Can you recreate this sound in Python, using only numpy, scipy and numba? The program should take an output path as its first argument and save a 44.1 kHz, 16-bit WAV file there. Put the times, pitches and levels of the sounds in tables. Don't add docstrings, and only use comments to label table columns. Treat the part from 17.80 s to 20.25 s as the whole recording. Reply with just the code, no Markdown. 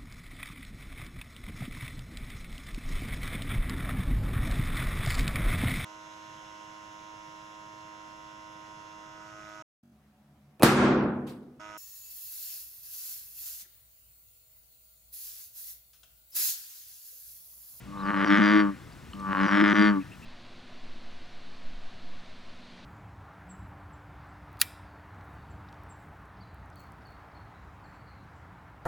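import sys
import numpy as np
from scipy import signal
from scipy.fft import rfft, irfft, next_fast_len
from scipy.io import wavfile
from scipy.ndimage import uniform_filter1d
from numba import njit

SR = 44100
rng = np.random.default_rng(int(sys.argv[2]) if len(sys.argv) > 2 else 0)


def field_ratio(decibels):
    return 10 ** (np.asarray(decibels, dtype=float) / 20)


def master(y):
    cut = np.clip(np.atleast_2d(y).T, -1, 1)
    pcm = np.round(cut * 32767)
    wavfile.write(sys.argv[1], SR, pcm.astype(np.int16))


N = 108045

# time in seconds, cycle rate in Hz, sac hum in dB, cord slap in dB, roughness from 0 to 1.
BELLOWS = [
    [(.05, 97.8, -67, -95, .3), (.075, 98.54, -44.5, -58, .3), (.16, 98.75, -40, -38, 0.33),
     (.29, 97.76, -32, -27.5, .45), (.44, 97.42, -27, -26, 0.59), (.53, 101.1, -24, -24.5, 0.29),
     (.8, 104.6, -22.5, -25.5, 0.22), (.9, 97.28, -30.5, -34.5, 0.17), (.95, 94.46, -51.5, -72, 0.2)],
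    [(1.32, 98.4, -65, -70, 0.2), (1.345, 99.36, -39.5, -52, .3), (1.45, 97.75, -38.5, -33.5, 0.28),
     (1.53, 96.43, -31, -27.5, 0.43), (1.66, 96.85, -24.5, -26, 0.41), (1.76, 101, -26, -25, 0.42),
     (2.08, 104.7, -22, -25, 0.11), (2.18, 95.9, -30.5, -35, 0.2), (2.23, 93.2, -47.5, -67, 0.2)],
]
# start in seconds, hum drop in dB, slap drop in dB,
# recovery in seconds, slip of the cycle in turns.
CATCHES = [
    (.306, 9, 3.5, 0.042, 0.16),
    (0.447, 7, 3, 0.041, .2),
    (.587, 6.5, 2, 0.02, 0.24),
    (1.531, 7.5, 2.5, 0.049, .15),
    (1.663, 10, 2, .04, .2),
    (1.818, 2.5, 2.5, 0.017, 0.1001),
    (1.93, 12.5, 6.5, 0.014, 0.26),
]
# multiple of the cycle rate, level in dB when swollen,
# loss in dB while the sac is slack.
SAC_PARTIALS = [(2, 0, 2), (3, -1, 11), (4, -18.5, 1), (5, -22, -1), (6, -24, -2)]
# centre in Hz, width in Hz, level in dB at full effort,
# extra loss in dB per dB below full effort.
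THROAT_RESONANCES = [(547, 117, -9, 0.95), (945, 190, -7, 0.12), (1162, 82, 0, -0.15),
                     (1480, 365, 1.5, 1.28), (1856, 339, 0.5, 2.62), (2154, 428, -3.5, 2.63),
                     (3078, 335, -14.5, 2.3), (3410, 450, -13.5, 4.1), (6638, 2000, -39, 6.3),
                     (10200, 1100, -48.5, 1.6)]
# start in seconds, end in seconds, starting pitch in Hz, final pitch in Hz, level in dB.
EARDRUM_SKINS = [(.23, .3, 5200, 4150, -59), (.3, .44, 4250, 3950, -60), (.44, .62, 5900, 4900, -52),
                 (.45, .53, 4900, 4300, -54), (.6, .84, 4900, 4520, -47), (.55, .84, 6100, 5500, -55),
                 (.36, .45, 5050, 4800, -59), (.49, .59, 3700, 2900, -50), (1.6, 1.76, 5100, 4600, -55),
                 (1.56, 1.68, 4300, 4000, -58), (1.63, 1.94, 6000, 4800, -51),
                 (1.94, 2.12, 4900, 4500, -46), (1.85, 2.12, 6100, 5550, -55)]
SLAP_AND_RETURNS_DB = [0, -9, -10]
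# centre in seconds, length in seconds, top pitch in Hz, level in dB.
BIRD_NOTES = [
    (0.201, 0.067, 4000, -57),
    (2.218, .05, 2570, -55),
    (2.332, 0.056, 2704, -52.5),
    (2.44, 0.061, 2710, -52),
]
# start in seconds, ring in Hz, level in dB.
WATER_DROPS = [(1.092, 8000, -63.5), (1.102, 9300, -59.5), (1.124, 4600, -51), (1.131, 4970, -58),
               (1.131, 7300, -61), (1.315, 7500, -56), (1.333, 3000, -38.5), (1.333, 4190, -47.5),
               (1.335, 1180, -39), (1.337, 8300, -59), (1.352, 3000, -49), (1.395, 4240, -52),
               (1.4, 6060, -53), (1.4, 8500, -53), (.462, 5330, -47), (0.48, 5650, -40.5),
               (1.615, 5500, -49), (1.682, 4798, -42), (1.812, 6000, -50)]
# frequency in Hz, density in dB per Hz.
AIR_SPECTRUM = [(25, -12), (65, 2), (180, 1.5), (320, -7.5), (500, -17), (1400, -15), (7000, -31.5),
                (15700, -39.5)]
# frequency in Hz, lead of the left in radians.
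PORT_LEAD = [(30, .35), (70, .5), (200, 1.0), (600, 1.17), (1100, .9), (2200, .52), (4500, .3), (9000, 0.)]


def level(x, db):
    return x * field_ratio(db) / np.sqrt(np.mean(x ** 2))


@njit
def moving_resonator(x, hz, width):
    y, band_state, low_state = np.empty(len(x)), 0., 0.
    for i in range(len(x)):
        g, k = np.tan(np.pi * hz[i] / SR), width / hz[i]
        v = (band_state + g * (x[i] - low_state)) / (1 + g * (g + k))
        band_state = 2 * v - band_state
        low_state = low_state + 2 * g * v
        y[i] = k * v
    return y


def band(x, hz, width):
    return moving_resonator(x, hz + np.zeros(len(x)), 1. * width)


def walk(rate):
    k = int(SR / rate)
    held = np.repeat(rng.standard_normal(N // k + 1), k)
    return 1.3 * uniform_filter1d(uniform_filter1d(held, k), k)[:N]


def clicks(at_s, size):
    p = np.clip(at_s * SR, 0, N - 2)
    i = p.astype(int)
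    return np.bincount(i, size * (1 - p + i), N) + np.bincount(i + 1, size * (p - i), N)


def on_log_axis(hz, table):
    freqs, values = np.transpose(table)
    return np.interp(np.log(hz), np.log(freqs), values)


def air():
    both, apart = 0, 0
    side_db, side_full_hz = -9, 6000
    for hz in 30 * 2 ** np.arange(0, 9.2, .5):
        mid, side = (level(band(band(rng.standard_normal(N), hz, hz / 2), hz, hz / 2), 0) for _ in range(2))
        db = on_log_axis(hz, AIR_SPECTRUM) + 10 * np.log10(hz) + 0.17 * walk(8.05)
        both = both + field_ratio(db) * mid
        apart = apart + field_ratio(db + side_db) * min(hz / side_full_hz, 1) ** .5 * side
    gain = field_ratio(-47) / np.std(both)
    hum_hz, hum_width_hz = 121.7, 14
    hum = band(band(rng.standard_normal(N), hum_hz, hum_width_hz), hum_hz, hum_width_hz)
    return gain * both + level(hum, -57), gain * apart


def vocal_cycle(t):
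    rows = np.concatenate(BELLOWS)
    hz, hum_db, slap_db, rough = (np.interp(t, rows[:, 0], rows[:, k]) for k in range(1, 5))
    turns = np.cumsum(hz * (1 + .006 * walk(30))) / SR
    onset_s, slip_s = 0.0088, 0.0155
    for at, hum_drop_db, slap_drop_db, back_s, slip in CATCHES:
        on, glide = (np.sin(np.pi / 2 * np.clip((t - at) / s, 0, 1)) ** 2 for s in (onset_s, slip_s))
        dip = on * np.exp(-(np.maximum(t - at, 0) / back_s) ** 2)
        hum_db = hum_db - hum_drop_db * dip
        slap_db = slap_db - slap_drop_db * dip
        rough = rough + 0.45 * dip
        turns = turns + slip * glide
    stretch = (hz / 102) ** .5
    return turns, hum_db, slap_db, rough, stretch


def sac_hum(t, turns, hum_db):
    swell_s, lag_turns = 0.47, .33
    slack = 0
    for call in BELLOWS:
        start, end = call[0][0], call[-1][0]
        slack = slack + (t >= start) * (t < end) * np.clip(1 - (t - start) / swell_s, 0, 1)
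    hum = 0
    for k, db, slack_db in SAC_PARTIALS:
        partial_db = hum_db + db - slack_db * slack + 2.86 * walk(40.12)
        hum = hum + np.sqrt(2) * field_ratio(partial_db) * np.cos(2 * np.pi * k * (turns - lag_turns))
    return hum


def cord_slaps(t, turns, rough, stretch):
    return_s, jitter_s, scatter_db = .0034, .00028, 4.
    cycles = np.arange(int(N / SR * 120))
    chance = rng.standard_normal((len(cycles), 3, 2))
    first = np.interp(cycles, turns, t)[:, None]
    at = first + np.arange(3) * return_s / np.interp(first, t, stretch)
    r = np.clip(np.interp(at, t, rough), 0, 1)
    size = field_ratio(np.array(SLAP_AND_RETURNS_DB) + scatter_db * r * chance[..., 0]) * (at < t[-1])
    return clicks((at + jitter_s * r * chance[..., 1]).ravel(), size.ravel())


def breath_puffs(slaps):
    fade = np.exp(-1 / (.0008 * SR))
    gate = signal.lfilter([1], [1, -fade], slaps)
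    return gate * rng.standard_normal(N) * np.sqrt(1 - fade ** 2)


def throat_rasp(slaps, puff, slap_db, rough, stretch):
    full_effort_db, puff_above_hz = -25.5, 5000
    drive = slaps + field_ratio(-8) * rough * puff
    rasp = 0
    for k, (hz, width, db, tilt) in enumerate(THROAT_RESONANCES):
        source = drive if hz < puff_above_hz else puff
        wavering = band(source, hz * stretch * (1 + 0.013 * walk(12.27)), width)
        ring = level(band(wavering, hz * stretch, 2.56 * width), -5.5)
        sign = (-1) ** (k + 1)
        rasp = rasp + sign * field_ratio(db + tilt * (slap_db - full_effort_db)) * ring
    return field_ratio(slap_db) * rasp


def eardrum_skins(t, puff):
    width_hz = 150
    shake = level(puff, 0) + .2 * rng.standard_normal(N)
    skins = 0
    for start, end, hz0, hz1, db in EARDRUM_SKINS:
        u = np.clip((t - start) / (end - start), 0, 1)
        hz = hz1 + (hz0 - hz1) * (1 - u) ** 1.4
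        ring = level(band(band(shake, hz, width_hz), hz, 3 * width_hz), db)
        skins = skins + np.sin(np.pi * u) ** 0.38 * ring
    return skins


def frog(t):
    turns, hum_db, slap_db, rough, stretch = vocal_cycle(t)
    voiced = sum((t > call[0][0]) & (t < call[-1][0]) for call in BELLOWS)
    hum = sac_hum(t, turns, hum_db)
    slaps = cord_slaps(t, turns, rough, stretch)
    puff = breath_puffs(slaps)
    rasp = throat_rasp(slaps, puff, slap_db, rough, stretch)
    return voiced * (hum + rasp + eardrum_skins(t, puff))


def banks(voice, t):
    decay = rng.standard_normal(32768) * np.exp(-t[:32768] / 0.12)
    tail = band(decay, 1940, 1940)
    return field_ratio(-29.5) * signal.fftconvolve(voice, tail / np.linalg.norm(tail))[:N]


def bird(t):
    out, breath = 0, rng.standard_normal(N)
    for at, length, hz, db in BIRD_NOTES:
        u = np.clip((t - at) / length * 2, -1, 1)
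        whistle = band(breath, hz * (1 - .16 * u ** 2), 70)
        out = out + np.cos(u * np.pi / 2) * level(whistle, db)
    return out


def drops(t):
    rise_s, t60_s = 0.0004, 0.013
    out = 0
    for at, hz, db in WATER_DROPS:
        u = np.maximum(t - at, 0)
        envelope = 2 * (1 - np.exp(-u / rise_s)) * field_ratio(-60 * u / t60_s)
        out = out + field_ratio(db) * envelope * np.sin(2 * np.pi * hz * u)
    return out


def ports(x):
    n = next_fast_len(N + 8192)
    f = np.maximum(np.fft.rfftfreq(n, 1 / SR), 1)
    lead = on_log_axis(f, PORT_LEAD)
    left_db = 2.5 / (1 + (f / 6960) ** 4)
    spectrum = rfft(x, n)
    sides = [irfft(spectrum * field_ratio(s * left_db / 2) * np.exp(.5j * s * lead), n)[:N] for s in (1, -1)]
    return np.array(sides)


def scene():
    t = np.arange(N) / SR
    both, apart = air()
    voice = frog(t)
    voice = voice + banks(voice, t)
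    return ports(both + voice + bird(t) + drops(t)) + apart * np.array([[1], [-1]])


def band_limit(x):
    return signal.sosfilt(signal.butter(12, 15850, fs=SR, output="sos"), x)


def record(dry):
    low_pass = signal.ellip(8, .2, 70, 15800, fs=SR, output="sos")
    mix = signal.sosfilt(low_pass, dry)
    return band_limit(mix)


dry = scene()
out = record(dry)
master(out)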